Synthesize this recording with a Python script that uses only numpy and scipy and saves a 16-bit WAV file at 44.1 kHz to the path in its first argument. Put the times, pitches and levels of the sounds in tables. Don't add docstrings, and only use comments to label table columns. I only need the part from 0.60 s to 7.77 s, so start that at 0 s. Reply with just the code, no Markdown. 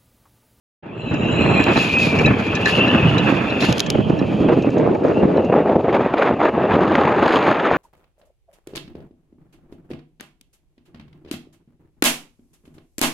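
import sys
import numpy as np
from scipy import signal
from scipy.fft import rfft, irfft, next_fast_len
from scipy.io import wavfile
from scipy.ndimage import uniform_filter1d, minimum_filter1d

SR = 44100
rng = np.random.default_rng(int(sys.argv[2]) if len(sys.argv) > 2 else 0)


def log_audio(samples):
    frames = np.atleast_2d(samples).T
    limited = np.clip(frames, -1, 1)
    pcm = np.round(limited * 32767).astype(np.int16)
    wavfile.write(sys.argv[1], SR, pcm)


N = 316197
TIME = np.arange(N) / SR

# t/s, level/dB
RUSH_LEVEL = [(0.23, -78), (0.95, -59), (1.2, -30.5), (1.75, -45.5), (2.12, -39.5), (2.45, -45),
              (2.62, -43), (2.92, -44.5), (3.0, -40.5), (3.4, -49), (3.85, -47.5), (4.4, -54.5),
              (6.05, -60.5), (7.17, -62)]
# f/Hz, density/dB
RUSH_COLOUR = [(2400, 16), (3100, 13), (4000, 12.5), (4600, 10.5), (5700, 1.5), (6900, 4.5), (7600, -5.5),
               (8200, -20), (8650, -9), (9150, -31.5), (9900, -6.5), (11300, -7.5), (12600, -21),
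               (15500, -31)]
# t/s, length/s, rise/dB
RUSH_SURGES = [(1.13, 0.08, 3), (1.38, 0.14, 7.5), (1.78, 0.032, 7), (2.05, 0.05, 12), (2.68, 0.051, 5),
               (3.0, 0.11, 11.5), (3.15, 0.047, 4.5), (4.43, 0.08, 8)]
# t/s, level/dB, wind speed/usual speed
STAY_SONG = [(0.23, -66, 1.06), (0.42, -56, 1.01), (0.6, -47.5, 0.96), (0.88, -41.5, 1.02),
             (1.12, -36.5, 1.01), (1.5, -47, 0.97), (2.15, -39, 1.03), (3.0, -44.5, 1.07),
             (3.35, -37.5, 0.98), (3.6, -49, 0.97), (3.85, -43.5, 1.01), (4.25, -62.5, 0.96),
             (7.17, -58, 0.91)]
# t/s, level/dB
THIN_WIRE_LEVEL = [(0.23, -92), (0.35, -71), (0.43, -54), (0.7, -42.5), (1.0, -36), (1.5, -65), (7.17, -84)]
# f/Hz, width/Hz, level/dB
THIN_WIRE_TONES = [(3990, 240, -2), (5450, 700, -24), (6650, 700, -21), (7200, 600, -13)]
# t/s, f/Hz, level/dB
SHROUD_WHISTLE = [(0.23, 2596, -60), (0.32, 2640, -49), (0.41, 2800, -43.5), (0.55, 2634, -34.5),
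                  (0.72, 2800, -32), (0.88, 2694, -29), (1.0, 2547, -28), (1.18, 2632, -26),
                  (1.45, 2493, -28), (1.6, 2580, -27.5), (1.8, 2462, -33), (1.97, 2572, -29.5),
                  (2.12, 2723, -24), (2.3, 2736, -25), (2.4, 2634, -24), (2.5, 2775, -25), (2.8, 2593, -33),
                  (3.08, 2670, -30), (3.2, 2585, -42), (4.05, 2570, -40), (4.35, 2686, -57.5),
                  (4.57, 2690, -41.5), (4.72, 2707, -49), (4.9, 2720, -44.5), (5.2, 2704, -53),
                  (6.05, 2683, -47), (7.17, 2630, -49)]
# t/s, length/s, level/dB, first f/Hz, last f/Hz, roughness (0-1)
SHROUD_FLARES = [(0.32, 0.087, -48, 2650, 2840, 0.3), (0.463, 0.079, -37, 2660, 2580, 0.5),
                 (0.628, 0.085, -27, 2710, 2790, 0.5), (0.767, 0.086, -25.5, 2640, 2420, 0.54),
                 (0.81, 0.052, -28, 2720, 2840, .4), (0.935, 0.022, -19, 2646, 2570, 0.5),
                 (0.951, 0.081, -18.5, 2410, 2580, 0.6), (1.184, 0.052, -21.5, 2660, 2560, 0.54),
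                 (1.272, 0.076, -22.5, 2400, 2490, 0.6), (1.32, 0.11, -17, 2430, 2623, 0.44),
                 (1.395, 0.072, -16.5, 2630, 2410, 0.25), (1.449, 0.11, -27, 2450, 2300, 0.1),
                 (1.582, 0.022, -22.5, 2720, 2840, 0.5), (1.585, 0.033, -20, 2297, 2380, 0.54),
                 (1.645, 0.015, -12, 2520, 2660, 0.54), (1.664, 0.026, -17.5, 2620, 2440, 0.7),
                 (1.828, 0.073, -29, 2450, 2395, 0.2), (1.93, 0.048, -27, 2484, 2420, 0.52),
                 (2.05, 0.09, -35, 2860, 2885, 0.4), (2.174, 0.0903, -15.5, 2666, 2770, 0.48),
                 (2.373, 0.038, -19, 2680, 2510, 0.4), (2.437, 0.059, -32, 2900, 2850, 0.3),
                 (2.66, 0.052, -22.5, 2547, 2680, 0.65), (2.759, 0.04, -30.5, 2525, 2480, 0.32),
                 (2.983, 0.041, -28, 2450, 2520, 0.33), (4.02, 0.18, -46, 2680, 2740, 0.4),
                 (4.527, 0.11, -38, 2680, 2810, 0.7), (4.837, 0.089, -40, 2710, 2790, 0.48),
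                 (5.984, 0.12, -41, 2640, 2690, 0.5)]
# t/s, slap/dB, low ring/dB, high ring/dB
HALYARD_KNOCKS = [(0.539, -30, -39, -50), (1.008, -33, -29, -42), (1.168, -26, -20, -18),
                  (1.588, -21, -28, -26), (1.659, -19, -12.5, -10), (1.951, -16.5, -22, -22),
                  (2.057, -19, -8, -16), (2.279, -37, -18, -21), (2.581, -21, -23, -17),
                  (2.898, -40, -40, -25), (3.024, -27, -16, -11), (3.262, -20, -28, -24),
                  (3.589, -37, -35, -30), (4.022, -25.5, -46, -40), (4.102, -32, -42, -44),
                  (4.181, -29.5, -45, -42), (4.482, -34, -49, -46), (4.77, -42, -43, -38),
                  (4.846, -34, -47, -37)]
# f/Hz, level/dB, t60/s
MAST_MODES = [(1732, -4, .17), (1778, -8, .08), (2536, -5, .04), (3895, -5, .05), (4030, -8, .045),
              (5490, -11, .025), (6700, -19, .02)]
# t/s, level/dB
DRY_TICKS = [(1.04, -22), (3.051, -21), (3.126, -15), (3.181, -18), (3.195, -12.5), (3.203, -8.5),
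             (3.302, -9.5), (3.499, -37.5), (4.349, -43), (5.349, -38), (6.357, -28)]
# f/Hz, density/dB
TICK_COLOUR = [(1200, -12), (3200, 0.5), (5000, -1.5), (6800, -2.5), (8300, -29.5), (10000, -12.5),
               (11500, -17.5), (15000, -35.5)]

# t/s, level/dB
HISS_LEVEL = [(0.23, -69), (0.9, -61.5), (3.3, -71), (4.3, -72), (5.15, -62), (5.35, -57.5), (5.55, -52.5),
              (5.95, -56), (6.3, -42.5), (6.55, -45), (6.75, -36.5), (6.9, -42), (7.0, -43.5), (7.17, -43)]
# f/Hz, density/dB
HISS_COLOUR = [(2300, -9), (2750, 2), (3300, -4.5), (4000, -6.5), (5000, -14.5), (5700, -30), (6500, -15.5),
               (7000, -21), (8000, -40), (8600, -37), (9200, -44), (10500, -30), (11500, -36), (15000, -59)]
# t/s, level/dB, f/Hz
EDDY_THUMPS = [(0.792, -7, 275), (1.003, -6, 275), (1.1, -7, 275), (1.179, -2, 275), (2.726, 2.5, 275),
               (3.104, -5, 275), (3.358, -1, 275), (3.391, 2, 275), (3.504, 5, 275), (3.616, -1, 275),
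               (3.808, -8, 280), (3.9, 6, 480), (3.917, -7, 410), (3.975, -2, 350), (4.047, -4, 460),
               (4.074, 4, 340), (4.172, -3, 400), (4.276, 4.5, 450), (4.352, -12, 450), (4.462, -9, 410),
               (4.573, -3, 390), (4.635, -1, 520), (4.654, 2, 280), (4.68, -14, 410), (4.782, 3.5, 420),
               (4.9, -2, 450), (4.941, 6.5, 680), (4.981, -3, 410), (5.004, -1.5, 460), (5.06, -2, 620),
               (5.1, -4, 480), (5.167, 9.5, 410), (5.283, -1.5, 450), (5.351, -8.5, 630),
               (5.396, -1.5, 410), (5.462, 0, 510), (5.541, -2.5, 700), (5.582, -10, 450),
               (5.596, -11, 530), (5.626, 2, 970), (5.676, -5, 640), (5.693, -3, 590), (5.711, -0.5, 550),
               (5.817, 3.5, 770), (5.856, -1.5, 800), (5.891, -6, 760), (5.98, -3, 430), (6.059, -9, 550),
               (6.167, 2.5, 350), (6.192, -3, 510), (6.318, 0, 620), (6.357, -21, 500), (6.417, -2.5, 470),
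               (6.48, -19, 600), (6.496, -4, 530), (6.63, -3.5, 600), (6.747, -2, 710), (6.88, -0.5, 650),
               (6.918, -4, 550), (7.114, 6, 610)]
# t/s, level/dB, large-eddy offset/dB, small-eddy offset/dB
GUSTS = [(0.23, -39, -1, -5), (0.45, -31.5, 4, -10.5), (0.6, -24.5, 4, -10), (0.92, -18, 0, -6),
         (1.3, -27.5, 2, -3), (1.62, -20, 6.5, -9.5), (1.85, -27.5, 3, -1.5), (2.2, -19.5, -3.5, -6),
         (2.5, -19.5, 4, -4.5), (2.95, -23.5, -2.5, -5), (3.22, -26, -3.5, -10.5), (3.45, -23.5, 3, -16.5),
         (4.1, -18.5, -5, -18.5), (4.82, -15, -12, -21.5), (4.98, -17, -10, -16.5), (5.17, -16, -11, -20.5),
         (5.5, -21, -9.5, -7.5), (5.95, -18, -10.5, -11), (6.3, -16.5, -9.5, -7.5), (7.17, -19, -21, -1)]
# t/s, length/s, rise/dB, extra large-eddy rise/dB
PUFFS = [(0.512, 0.036, 7, 6.5), (0.992, 0.023, 6.5, 3), (1.065, 0.061, 10, -1.5), (1.159, 0.019, 8, 10),
         (1.609, 0.0087, 9.5, -11), (1.651, 0.061, 7, 3.5), (2.43, 0.057, -0.5, 7), (2.67, 0.072, 4, -4.5),
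         (3.02, 0.03, 11.5, 4), (3.086, 0.035, 5, 15.5), (3.35, 0.0049, 8, 11), (3.382, 0.028, 8.5, 1),
         (3.498, 0.0053, 14, -4), (3.6, 0.037, 4, 1), (3.803, 0.06, 5, 2), (3.886, 0.05, 16, -1),
         (3.968, 0.023, 7, 1), (4.066, 0.024, 8.5, -3), (4.166, 0.145, 6.5, 0), (4.348, 0.0078, 13, -16),
         (4.449, 0.071, 6, 0), (4.55, 0.05, 2.5, -1), (4.627, 0.029, 6, 7.5), (4.68, 0.038, 5, 2.5),
         (4.771, 0.039, 6.5, 1), (4.888, 0.0096, 5.5, 7), (4.924, 0.091, 8, -3.5),
         (5.054, 0.043, 7.5, -0.5), (5.094, 0.056, 5, -7.5), (5.155, 0.012, 10.5, 10),
         (5.196, 0.011, 3, -3), (5.243, 0.072, 4, -4), (5.325, 0.046, 11.5, -6), (5.385, 0.1, 3, 0),
         (5.537, 0.0084, 12.5, -10), (5.57, 0.043, 11, -16), (5.616, 0.082, 9, -4.5),
         (5.622, 0.01, 10.5, -17), (5.802, 0.089, 9.5, -8.5), (5.853, 0.004, 10, -6),
         (6.108, 0.052, 5.5, 4.5), (6.21, 0.018, 4, 3.5), (6.353, 0.0019, 21, -10), (6.472, 0.021, 3, 0),
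         (6.6, 0.071, 2, 6.5), (6.68, 0.059, 3.5, -16), (6.73, 0.064, 3, 7.5), (6.865, 0.057, 6.5, 4),
         (7.04, 0.029, 2.5, 7), (7.123, 0.014, 2, 13)]
# t/s, length/s, drop/dB
LULLS = [(1.025, 0.019, 6), (3.412, 0.029, 9), (3.66, 0.021, 7), (3.993, 0.016, 1), (4.095, 0.032, 12.5),
         (4.365, 0.041, 8.5), (4.865, 0.017, 9.5), (5.025, 0.028, 5), (5.212, 0.0089, 9), (5.475, 0.086, 4),
         (5.599, 0.0081, 7), (5.745, 0.042, 12.5), (5.9, 0.023, 12), (6.26, 0.035, 7), (6.53, 0.042, 0.5),
         (6.69, 0.026, -0.5), (6.965, 0.03, 2)]
# f/Hz, density/dB
TURBULENCE_COLOUR = [(22, -61), (45, -45.5), (80, -25.5), (130, -20), (210, -19.5), (420, -25.5),
                     (750, -30), (1050, -31.5), (1500, -33.5), (2100, -37.5), (3000, -47.5), (4300, -66.5),
                     (6000, -83.5)]
# t/s, f/Hz, lift/dB
PORT_HOWL = [(0.5, 380, 1.5), (1.7, 330, 1.5), (2.5, 330, 0), (3.1, 201, 1), (3.65, 220.1, 4.5),
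             (4.3, 326, 1.5), (4.7, 554, -0.5), (5.0, 820, 5.5), (5.5, 852, 3), (6.2, 958, 6),
             (7.17, 945, 3.5)]
# t/s, left minus right/dB
WIND_PAN = [(0.3, -0.5), (0.9, -2.5), (1.9, -0.5), (2.4, 0), (2.75, -6), (3.0, 0), (3.15, -2), (3.5, -2.5),
            (4.1, -2), (4.6, 0.5), (7.17, 1)]

# f/Hz, side minus mid/dB
STEREO_WIDTH = [(60, -17.5), (250, -13.5), (550, -7), (1000, -1.5), (1800, -4), (2700, -4.5), (4000, -3.5),
                (6500, -7.5), (10000, -1.5)]
# t/s, bass side gain/dB, treble side gain/dB
NARROWING = [(0, 0.5, 0), (3.0, -3, 0.5), (3.25, 3, -4.5), (3.55, 3, -8), (3.8, -2.5, -25),
             (4.35, 0, -20.5), (4.7, -1, -20), (5.0, -13.5, -32.5), (7.17, -10, -29)]

SIDE_SIGN = np.array([[1], [-1]])


def from_db(db):
    return 10 ** (np.asarray(db) / 20)


def unit_rms(x):
    return x / np.sqrt(np.mean(x ** 2) + 1e-20)


def in_time(rows):
    times, *columns = np.transpose(rows)
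    return [np.interp(TIME, times, column) for column in columns]


def at_hz(points, hz):
    freqs, values = np.transpose(points)
    return np.interp(np.log(np.maximum(hz, 1)), np.log(freqs), values)


def drift(rate):
    step, run_in = 20, 2000
    pole = np.exp(-2 * np.pi * rate * step / SR)
    white = rng.standard_normal(N // step + run_in + 2)
    slow = signal.lfilter([1], [1, -2 * pole, pole * pole], white)[run_in:]
    return np.interp(np.arange(N) / step, np.arange(len(slow)), unit_rms(slow))


def swells(rows, attack_s, release_s):
    out = np.zeros((len(rows[0]) - 2, N))
    for start_s, length_s, *amounts in rows:
        span = slice(int(start_s * SR), int(start_s * SR) + SR // 2)
        age = TIME[span] - start_s
        envelope = np.clip(age / attack_s, 0, 1) * np.exp(-np.maximum(age - length_s, 0) / release_s)
        out[:, span] += np.outer(amounts, envelope)
    return out


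def stereo(mid, side, hz):
    return mid + from_db(at_hz(STEREO_WIDTH, hz)) * side * SIDE_SIGN


def coloured_noise(colour):
    size = next_fast_len(N, real=True)
    hz = np.arange(size // 2 + 1) * SR / size
    mid, side = rfft(rng.standard_normal((2, size)))
    gain = from_db(at_hz(colour, hz)) * np.minimum(hz / colour[0][0], 1) ** 3
    return unit_rms(irfft(stereo(mid, side, hz) * gain, size)[:, :N])


def vortex_tone(pitch_hz, width_hz):
    white = rng.standard_normal((2, N)) + 1j * rng.standard_normal((2, N))
    waver = signal.sosfilt(signal.butter(3, width_hz / 2, fs=SR, output="sos"), white)
    carrier = np.exp(2j * np.pi * np.cumsum(pitch_hz) / SR)
    mid, side = unit_rms(np.real(waver * carrier))
    return stereo(mid, side, np.mean(pitch_hz))


def mast_rush(flutter_db=2.0):
    rush_db, = in_time(RUSH_LEVEL)
    surge_db, = swells(RUSH_SURGES, attack_s=0.0069, release_s=0.055)
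    return from_db(rush_db + surge_db + flutter_db * drift(18)) * coloured_noise(RUSH_COLOUR)


def stays_and_wires(stay_hz=3170, flicker_db=3.0):
    stay_db, speed = in_time(STAY_SONG)
    thin_db, = in_time(THIN_WIRE_LEVEL)
    speed = speed * (1 + 0.006 * drift(11))
    wires = sum(from_db(db + flicker_db * drift(27)) * vortex_tone(hz * speed, width_hz)
                for hz, width_hz, db in THIN_WIRE_TONES)
    return from_db(thin_db) * wires + from_db(stay_db) * vortex_tone(stay_hz * speed, width_hz=430)


def shroud_flares(width_hz=260):
    white = rng.standard_normal((2, N))
    fray = unit_rms(signal.sosfilt(signal.butter(2, width_hz / 2, fs=SR, output="sos"), white))
    out = np.zeros(N)
    for start_s, length_s, db, first_hz, last_hz, rough in SHROUD_FLARES:
        progress = np.linspace(0, 1, int(length_s * SR))
        span = slice(int(start_s * SR), int(start_s * SR) + len(progress))
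        phase = 2 * np.pi * np.cumsum(first_hz + (last_hz - first_hz) * progress) / SR
        pure = np.sqrt(2 * (1 - rough ** 2)) * np.sin(phase)
        breathy = rough * (fray[0, span] * np.sin(phase) + fray[1, span] * np.cos(phase))
        out[span] += from_db(db) * np.sin(np.pi * progress) * (pure + breathy)
    return out


def shrouds(trim_db=1.0, flutter_db=2.0, waver_hz=55, side_db=-10, pan_db=1.0, lag_s=0.000058):
    pitch_hz, whistle_db = in_time(SHROUD_WHISTLE)
    left, right = vortex_tone(pitch_hz + waver_hz * drift(12), width_hz=377)
    blur = (left + right) / 2 + from_db(side_db) * (left - right) / 2 * SIDE_SIGN
    left, right = from_db(whistle_db + trim_db + flutter_db * drift(42)) * blur + shroud_flares()
    late_right = np.interp(TIME - lag_s, TIME, right)
    return np.array([left, late_right]) * from_db(pan_db / 2 * SIDE_SIGN)


def halyards(attack_s=0.0014, slap_decay_s=0.0057, scatter_db=3.5, chatter_db=4.0):
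    out, age = np.zeros((2, N)), TIME[:SR // 3]
    slap_band = signal.butter(9, [2200, 7200], "band", fs=SR, output="sos")
    chatter = unit_rms(from_db(chatter_db * drift(150)))
    for start_s, slap_db, low_db, high_db in HALYARD_KNOCKS:
        span = slice(int(start_s * SR), int(start_s * SR) + len(age))
        burst = signal.sosfilt(slap_band, rng.standard_normal((2, len(age))))
        knock = from_db(slap_db) * burst * np.exp(-age / slap_decay_s)
        for hz, mode_db, t60 in MAST_MODES:
            strength, detune, turn = rng.standard_normal(3)
            phase = 2 * np.pi * (hz * (1 + 0.008 * detune) * age + turn)
            ring = stereo(np.sin(phase), np.cos(phase) * np.sign(turn), hz)
            ring_db = mode_db + scatter_db * strength + (low_db if hz < 2000 else high_db)
            knock += from_db(ring_db - 60 * age / t60) * chatter[span] * ring
        out[:, span] += knock * (1 - np.exp(-age / attack_s))
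    return out


def dry_ticks(attack_s=0.00036, decay_s=0.0012, tail_s=0.0061, tail_db=-24, trim_db=4.0):
    envelope, age = np.zeros(N), TIME[:SR // 10]
    decay = np.exp(-age / decay_s) + from_db(tail_db) * np.exp(-age / tail_s)
    click = (1 - np.exp(-age / attack_s)) * decay
    for start_s, db in DRY_TICKS:
        start = int(start_s * SR)
        envelope[start:start + len(age)] += from_db(db + trim_db) * click
    return envelope * coloured_noise(TICK_COLOUR)


def sputter(per_s=36, reference_db=-16, spit_db=5.0, decay_s=0.003):
    gust_db, _, _ = in_time(GUSTS)
    bursts = rng.random(N) < per_s * from_db(gust_db - reference_db) / SR
    jumps_db = spit_db * bursts * np.minimum(rng.exponential(1, N), 2)
    spikes_db = signal.lfilter([1], [1, -np.exp(-1 / (decay_s * SR))], jumps_db)
    return uniform_filter1d(spikes_db, size=30)


def gustiness(lump_db=2.0):
    puff_db, weight_db = swells(PUFFS, attack_s=0.0005, release_s=0.0055)
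    lull_db, = swells(LULLS, attack_s=0.0034, release_s=0.013)
    jolt_db = puff_db - lull_db + lump_db * drift(60) + sputter()
    return jolt_db, weight_db


def port_hiss(jolt_db, rasp_db=3.5):
    hiss_db, = in_time(HISS_LEVEL)
    return from_db(hiss_db + jolt_db + rasp_db * drift(170)) * coloured_noise(HISS_COLOUR)


def eddy_thumps(rise_cycles=0.47, trim_db=-1.0, low_cut_hz=120):
    out = np.zeros(N)
    for peak_s, db, hz in EDDY_THUMPS:
        span = slice(int((peak_s - 0.02) * SR), int((peak_s + 0.02) * SR))
        cycles = (TIME[span] - peak_s) * hz
        growth = np.maximum(1 + cycles / rise_cycles, 0)
        envelope = (growth * np.exp(1 - growth)) ** 2
        out[span] += from_db(db + trim_db) * envelope * np.sin(2 * np.pi * (cycles + rng.random()))
    return signal.sosfilt(signal.butter(2, low_cut_hz, "high", fs=SR, output="sos"), out)


def buffeting(jolt_db, weight_db, patchy_db=1.78, howl_octaves=0.42, trim_db=-3.0):
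    gust_db, large_db, small_db = in_time(GUSTS)
    howl_hz, howl_db = in_time(PORT_HOWL)
    edges_hz = 20 * 2 ** np.arange(0, 8.6, 0.5)
    white = rng.standard_normal((2, 2, N))
    out = np.zeros((2, N))
    for k, (low, high) in enumerate(zip(edges_hz, edges_hz[1:])):
        hz = np.sqrt(low * high)
        band = signal.butter(3, [low, high], "band", fs=SR, output="sos")
        mid, side = signal.sosfilt(band, white[k % 2])
        bass_db = at_hz([(140, 0.99), (350, 0.053)], hz) * (large_db + weight_db)
        treble_db = at_hz([(520, 0.055), (1400, 0.96)], hz) * small_db
        body_db = gust_db + bass_db + treble_db + at_hz(TURBULENCE_COLOUR, hz)
        lift_db = howl_db * np.exp(-0.5 * (np.log2(hz / howl_hz) / howl_octaves) ** 2)
        jolt_depth = at_hz([(50, 0.065), (250, 0.54), (700, 0.57), (1300, 0.84), (3000, 0.89)], hz)
        flutter_db = jolt_depth * jolt_db + patchy_db * drift(30)
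        out += from_db(body_db + lift_db + flutter_db + trim_db) * stereo(mid, side, hz)
    return out * np.sqrt(SR / 2)


def scene():
    pan_db, = in_time(WIND_PAN)
    jolt_db, weight_db = gustiness()
    wind = buffeting(jolt_db, weight_db) + eddy_thumps() + port_hiss(jolt_db)
    wind *= from_db(pan_db / 2 * SIDE_SIGN)
    return wind + shrouds() + stays_and_wires() + mast_rush() + halyards() + dry_ticks()


def narrowed(x, split_hz=1700):
    bass_db, treble_db = in_time(NARROWING)
    mid, side = (x[0] + x[1]) / 2, (x[0] - x[1]) / 2
    bass = signal.sosfiltfilt(signal.butter(2, split_hz, fs=SR, output="sos"), side)
    return mid + (from_db(bass_db) * bass + from_db(treble_db) * (side - bass)) * SIDE_SIGN


def limited(x, ceiling_db=-1.0, release_db_per_s=300):
    over_db = np.maximum(20 * np.log10(np.abs(x).max(axis=0) + 1e-9) - ceiling_db, 0)
    held_db = np.maximum.accumulate(over_db + release_db_per_s * TIME) - release_db_per_s * TIME
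    gain_db = uniform_filter1d(minimum_filter1d(-held_db, size=161), size=161)
    return x * from_db(gain_db)


def record(dry, start_s=0.2247, fade_s=0.0093, stopband_hz=16000):
    opened = narrowed(dry) * np.clip((TIME - start_s) / fade_s, 0, 1)
    high_cut = signal.cheby2(14, 70, stopband_hz, fs=SR, output="sos")
    return signal.sosfilt(high_cut, limited(opened))


dry = scene()
out = record(dry)
log_audio(out)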